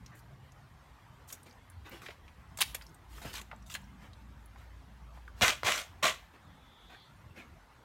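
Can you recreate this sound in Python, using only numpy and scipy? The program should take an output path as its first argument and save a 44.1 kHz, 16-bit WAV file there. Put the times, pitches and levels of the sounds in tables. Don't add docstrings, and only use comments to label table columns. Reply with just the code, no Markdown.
import sys
import numpy as np
from scipy import signal
from scipy.fft import rfft, irfft, next_fast_len
from scipy.io import wavfile
from scipy.ndimage import uniform_filter1d, map_coordinates

SR = 44100
rng = np.random.default_rng(int(sys.argv[2]) if len(sys.argv) > 2 else 0)


def wrap_up_sound(samples):
    columns = np.atleast_2d(samples).T
    tamed = np.clip(columns, -1, 1)
    steps = np.round(tamed * 32767).astype(np.int16)
    wavfile.write(sys.argv[1], SR, steps)


N = 345744

# start_s, rise_s, length_s, level_db, treble_db
WET_STEPS = [(.14, 0.023, 0.066, -66.5, 31), (1.272, 0.016, 0.08, -55, 13),
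             (1.323, 0.0027, 0.0052, -41, 20), (2.572, 0.0026, 0.0037, -42.5, 9),
             (2.586, 0.0018, .02, -44, -5.5), (2.604, 0.01, 0.016, -25, -1.5), (2.64, .005, 0.078, -58, -2),
             (2.745, .002, 0.0072, -35, -1), (3.329, .004, .07, -43.5, -10), (3.41, .003, 0.0056, -47, -3),
             (3.66, .003, 0.032, -62.5, 5.5), (3.695, .006, 0.036, -48, -6),
             (3.739, .002, 0.0067, -40, -0.5), (3.749, 0.003, 0.0077, -37.5, -10)]


def amp(db):
    return 10 ** (np.asarray(db) / 20)


def unit(x):
    return x / np.sqrt(np.mean(x ** 2) + 1e-20)


def along(points, hz):
    f, v = np.transpose(points)
    return np.interp(np.log(hz + 1), np.log(f + 1), v)


def hump(hz, centre_hz, slope_db):
    return -slope_db * (np.hypot(np.log2((hz + 1) / centre_hz), .5) - .5)


def wobble(rate):
    return map_coordinates(rng.standard_normal(int(N * rate / SR) + 4), [np.arange(N) * rate / SR])


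def add(track, s, sound):
    part = track[max(round(s * SR), 0):][:len(sound)]
    part += sound[:len(part)]


def colour(x, gain_db, size=4096):
    cepstrum = irfft(np.log(amp(gain_db(np.fft.rfftfreq(size, 1 / SR))) + 1e-6))
    cepstrum[1:size // 2] *= 2
    cepstrum[size // 2 + 1:] = 0
    return signal.fftconvolve(x, irfft(np.exp(rfft(cepstrum))))[:len(x)]


def patchy(x, depth_db, size):
    z = signal.stft(x, nperseg=size)[2]
    field = uniform_filter1d(rng.standard_normal(z.shape), size=3, axis=0)
    field = uniform_filter1d(field, size=4, axis=1)
    return unit(signal.istft(z * amp(depth_db * unit(field)), nperseg=size)[1][:len(x)])


def burst(t60_s, gain_db):
    t = np.arange(SR // 8) / SR
    puff = colour(rng.standard_normal(len(t)) * amp(-60 * t / t60_s), gain_db)
    return puff / np.abs(puff).max()


def drone(swells, hz, waver_db, drift_hz, drift_rate):
    t = np.arange(N) / SR
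    db = np.max([top_db - 10 * ((t - s) / np.where(t < s, rise_s, fall_s)) ** 2
                 for s, top_db, rise_s, fall_s in swells], axis=0)
    phase = 2 * np.pi * np.cumsum(hz + drift_hz * wobble(drift_rate)) / SR
    return np.sqrt(2) * amp(db + waver_db * wobble(8.2)) * np.sin(phase)


def traffic():
    # frequency_hz, level_db
    rumble_spectrum = [(13, -54.5), (22, -10.5), (36, -12), (54, 2), (106, -3), (178, -10), (241, -15.5),
                       (300, -18.5), (390, -35), (660, -120)]
    wash_spectrum = [(150, -22.5), (250, -4.5), (429, -7.5), (586, -6.5), (890, -2), (1140, -3.5),
                     (1420, -7), (2020, -9), (2240, -12.5), (3170, -15), (4990, -21.5), (7570, -25.5),
                     (12300, -30), (13200, -26), (16000, -38.5)]
    # time_s, level_db
    rumble_levels = [(0, -56.5), (.35, -57), (.9, -59.5), (1.25, -58.5), (1.65, -59), (2.3, -55.5),
                     (3.3, -56.5), (4.5, -57), (5.6, -59), (6.2, -61), (6.7, -58), (7.35, -57), (7.84, -63)]
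    rumble_db = np.interp(np.arange(N) / SR, *np.transpose(rumble_levels))
    rumble = patchy(rng.standard_normal(N), depth_db=3.5, size=4096)
    rumble = unit(colour(rumble, lambda hz: along(rumble_spectrum, hz)))
    wash = patchy(rng.standard_normal(N), depth_db=3, size=1024)
    wash = unit(colour(wash, lambda hz: along(wash_spectrum, hz)))
    return (rumble * amp(rumble_db + 2 * wobble(13))
            + wash * amp(-62.5 + .24 * wobble(4.1) + .45 * wobble(25)))


def engines():
    # peak_s, level_db, rise_s, fall_s
    idle_swells = [(3.3, -55, .65, 0.73), (4.95, -52, 1.25, 0.78)]
    leaving_swells = [(.35, -57, .5, 0.3)]
    passing_swells = [(3.65, -60, 0.47, .8)]
    idle = drone(idle_swells, hz=58, waver_db=1.5, drift_hz=1.55, drift_rate=11)
    climbing_hz = 113 + 40 * np.arange(N) / SR
    leaving = drone(leaving_swells, climbing_hz, waver_db=4.5, drift_hz=7.3, drift_rate=34)
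    passing = drone(passing_swells, hz=196.3, waver_db=1.5, drift_hz=35, drift_rate=170)
    flutter = unit(amp(4 * wobble(22)))
    return idle + leaving + passing * flutter


def rasp():
    # peak_s, level_db, rise_s, fall_s
    lower_swells = [(7.0, -63.5, 0.45, 0.1)]
    upper_swells = [(7.02, -65.5, 0.1, 0.063)]
    return (drone(lower_swells, hz=3480, waver_db=0, drift_hz=222, drift_rate=1100)
            + drone(upper_swells, hz=4250, waver_db=1, drift_hz=271, drift_rate=620))


def yard(x, early_db, tail_db):
    # frequency_hz, t60_s
    decay_times = [(150, 0.26), (1000, 0.28), (3000, 0.41), (8000, 0.33), (15000, 0.61)]
    out, hop = np.zeros(N), SR // 2
    for start in range(0, N, hop):
        hz, t, z = signal.stft(rng.standard_normal(SR // 3), SR, nperseg=256)
        tilt_db = along([(2500, -1.5), (12000, -4)], hz)[:, None]
        fade_db = -60 * t / along(decay_times, hz)[:, None]
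        tail = signal.istft(z * amp(fade_db + tilt_db), SR, nperseg=256)[1]
        tail = np.pad(tail, (SR // 100, 0))
        walls = np.zeros(len(tail))
        walls[rng.integers(SR // 500, SR // 50, size=12)] = rng.standard_normal(size=12)
        response = amp(early_db) * walls / np.linalg.norm(walls)
        response += amp(tail_db) * tail / np.linalg.norm(tail)
        add(out, start / SR, signal.fftconvolve(x[start:start + hop], response))
    return out


def grit(count, rate, spread_db, hiss, ring_t60_s):
    grain_count = int(np.clip(rate * count / SR, 1, 2000))
    when, pitch, size = rng.random((2000, 3))[:grain_count].T[:, :, None]
    k = np.arange(SR // 300)
    ping_hz = 400 + 15500 * pitch
    strength = amp(-spread_db * np.log(size + .03))
    pings = np.sin(np.float32(2 * np.pi * ping_hz * k / SR)) * amp(-60 * k / SR / ring_t60_s) * strength
    samples = (when * count).astype(int) + k
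    grains = np.bincount(samples.ravel(), pings.ravel(), count)[:count]
    return unit(unit(grains) + hiss * rng.standard_normal(count))


def friction(rows, body_db, release_t60_s, sag_db_per_s, brighten_db_per_s, bass_db,
             judder_db, patchy_db, **grain):
    out, t = np.zeros(N), np.arange(SR // 3) / SR
    judder = amp(judder_db * wobble(220))
    treble_band = signal.butter(2, 4000, "highpass", fs=SR, output="sos")
    for s, rise_s, length_s, db, treble_db in rows:
        slid_s = np.maximum(np.minimum(t, length_s) - rise_s, 0)
        release_db = -60 * np.maximum(t - length_s, 0) / release_t60_s
        pressure = np.minimum(t / max(rise_s, 1e-4), 1) * amp(release_db - sag_db_per_s * slid_s)
        tilt = [(600, bass_db), (2200, .0024), (8000, treble_db)]
        roughness = patchy(grit(len(t), **grain), patchy_db, size=1024)
        rubbing = unit(colour(roughness, lambda hz: body_db(hz) + along(tilt, hz)))
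        thinning = (amp(brighten_db_per_s * slid_s) - 1) * signal.sosfiltfilt(treble_band, rubbing)
        add(out, s, amp(db) * pressure * (rubbing + thinning))
    return out * judder


def shuffles():
    # start_s, rise_s, length_s, level_db, treble_db
    strokes = [(.11, 0.017, 0.044, -58, -32), (1.3, 0.027, 0.065, -60.5, -11),
               (1.455, 0.0081, 0.014, -56, 1.5), (1.843, 0.023, 0.031, -51, -2.5),
               (1.905, 0.015, 0.073, -50.5, 0), (2.015, .004, .1, -52, 3), (3.07, .11, 0.17, -56, 13),
               (3.215, 0.0046, 0.021, -49, 6.5), (3.245, 0.01, 0.065, -46.5, 4.5), (4, .027, 0.063, -59, 0),
               (4.57, 0.015, 0.062, -62, 2), (5.12, .05, 0.049, -64, 5.5), (5.36, 0.052, .055, -54.5, 8.5),
               (6.335, 0.006, 0.0251, -58.5, -11), (6.895, 0.0076, 0.056, -54.5, -6.5),
               (7.35, 0.028, 0.055, -51.5, -3.5)]
    # frequency_hz, level_db
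    spectrum = [(60, 1.5), (300, 3), (700, 0), (1800, -0.5), (3200, -6), (5000, -12), (7000, -16),
                (10500, -22), (13000, -19.5), (16000, -26.5)]
    return friction(strokes, lambda hz: along(spectrum, hz), release_t60_s=.21, sag_db_per_s=69.5,
                    brighten_db_per_s=6, bass_db=-1.5, judder_db=.47, patchy_db=4,
                    rate=2200, spread_db=3, hiss=2.7, ring_t60_s=.0037)


def squelches():
    # frequency_hz, level_db
    spectrum = [(60, -43.5), (400, -7.5), (700, -9.5), (1000, -3.5), (1500, -4), (2200, -4.5), (3600, 1.5),
                (5000, -4.5), (6500, 0), (10000, -6), (12500, -7), (16000, -10.5)]
    return friction(WET_STEPS, lambda hz: along(spectrum, hz), release_t60_s=.032, sag_db_per_s=23.5,
                    brighten_db_per_s=14, bass_db=-2, judder_db=2.3, patchy_db=3,
                    rate=3000, spread_db=4.5, hiss=.85, ring_t60_s=.0047)


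def squeaks():
    # start_s, peak_db, start_hz, end_hz, life_s
    chirps = [(5.278, -43, 2270, 1195, 0.0025), (7.374, -52.5, 2790, 2223, 0.02)]
    out, t = np.zeros(N), np.arange(SR // 8) / SR
    for s, db, start_hz, end_hz, life_s in chirps:
        hz = end_hz + (start_hz - end_hz) * np.exp(-t / life_s) + 700 * rng.standard_normal(len(t))
        envelope = amp(db) * t / life_s * np.exp(1 - t / life_s)
        add(out, s, envelope * np.sin(2 * np.pi * np.cumsum(hz) / SR))
    return out


def pebbles():
    # start_s, peak_db, ring_hz
    clicks = [(0.062, -45, 5670), (.52, -53, 6400), (1.431, -48, 9000), (1.51, -50, 4770),
              (1.7, -46, 10000), (1.895, -45, 13500), (2.821, -43.5, 4800), (2.866, -44.5, 5500),
              (2.945, -49, 8500), (4.132, -49.5, 3820), (4.459, -49.5, 10900)]
    settling = [(step[0] + .27 * wait, -57.5, 6600 * 2 ** (pitch - .5))
                for step, (wait, pitch) in zip(WET_STEPS, rng.random((len(WET_STEPS), 2)))]
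    out = np.zeros(N)
    for s, db, ring_hz in clicks + settling:
        stone_db = lambda hz: hump(hz, ring_hz, slope_db=17.5) + 12 / (1 + ((hz - ring_hz) / 450) ** 2)
        add(out, s, amp(db) * burst(.029, stone_db))
    return out


def cracks():
    # start_s, peak_db
    fractures = [(2.615, -23), (2.625, -17.5), (3.354, -34), (3.39, -43), (5.422, -14.5), (5.48, -14.5),
                 (5.493, -20), (5.5056, -16.5), (5.722, -17), (5.779, -22.5), (6.087, -26)]
    out = np.zeros(N)
    for s, db in fractures:
        add(out, s, amp(db) * burst(.015, lambda hz: hump(hz, centre_hz=2530, slope_db=12.5)))
    return out


def ripple_db(hz):
    # centre_hz, width_hz, lift_db
    peaks = [(664, 220, 8.5), (1034, 80, 4), (1200, 80, -1), (1330, 70, 1), (1790, 90, -2.5),
             (1970, 80, 1.5), (2080, 110, 6), (2390, 100, 3.5), (2730, 190, -2), (3330, 140, 2.5),
             (4000, 240, 1.5)]
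    return sum(db / (1 + (2 * (hz - centre) / width) ** 2) for centre, width, db in peaks)


def footfalls():
    # start_s, peak_db, centre_hz
    slaps = [(.06, -52.5, 2600), (1.302, -42, 2900), (1.325, -47, 1200), (2.062, -35.5, 2020),
             (2.085, -37, 1790), (2.088, -39.5, 500), (2.106, -39.5, 2000), (2.28, -45.5, 2500),
             (2.586, -37, 900), (2.606, -31, 1490), (2.748, -31, 2740), (2.812, -39.5, 1700),
             (3.181, -44, 1280), (3.251, -37.5, 624), (3.514, -35.5, 1370), (3.529, -39, 790),
             (3.751, -30, 1760), (4.559, -46, 980), (5.173, -45, 890), (5.42, -15, 2600),
             (5.446, -16, 1800)]
    # start_s, smack_db, thud_db
    heels = [(3.248, -41, -39), (5.4111, -19, -29), (5.633, -19.5, -37.5), (6.03, -30.5, -44)]
    out, thud_lag_s = np.zeros(N), .0032
    for s, db, centre_hz in slaps:
        slap = burst(.04, lambda hz: hump(hz, centre_hz, slope_db=18) + .5 * ripple_db(hz))
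        add(out, s, amp(db) * slap)
    for s, smack_db, thud_db in heels:
        smack = burst(.012, lambda hz: hump(hz, centre_hz=895, slope_db=9.5) + .5 * ripple_db(hz))
        thud = burst(.065, lambda hz: hump(hz, centre_hz=118.7, slope_db=20))
        add(out, s, amp(smack_db) * smack)
        add(out, s + thud_lag_s, amp(thud_db) * thud)
    return out


def scrapes():
    # start_s, rise_s, length_s, level_db, treble_db
    strokes = [(5.414, 0.0058, 0.083, -22, -1), (5.633, .043, 0.17, -27.5, 0),
               (6.025, 0.0072, .056, -24.5, -1)]
    # frequency_hz, level_db
    spectrum = [(40, -21), (150, -11.5), (320, -10), (560, -4.5), (880, -4), (1150, 3), (2200, 2.5),
                (3500, 0.5), (4800, -7.5), (6300, -4), (8500, -11), (10400, -17), (12000, -15),
                (16000, -22.5)]
    return friction(strokes, lambda hz: along(spectrum, hz) + ripple_db(hz), release_t60_s=.18,
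                    sag_db_per_s=107, brighten_db_per_s=35.5, bass_db=1.5, judder_db=1.5, patchy_db=2,
                    rate=5000, spread_db=4, hiss=1, ring_t60_s=.0024)


def scene():
    scraping = scrapes()
    steps = squelches() + shuffles() + footfalls() + cracks() + pebbles() + squeaks()
    echoes = yard(steps, early_db=-12, tail_db=-17.5)
    echoes += yard(scraping, early_db=-10.5, tail_db=-17)
    return (steps + scraping + echoes + traffic() + engines() + rasp())[None]


def record(dry):
    bass_hz, top_hz = 34, 15950
    thin = signal.sosfilt(signal.butter(3, bass_hz, "highpass", fs=SR, output="sos"), dry)
    size = next_fast_len(N + SR // 2)
    passband = np.fft.rfftfreq(size, 1 / SR) < top_hz
    return irfft(rfft(thin, size) * passband, size)[:, :N]


dry = scene()
out = record(dry)
wrap_up_sound(out)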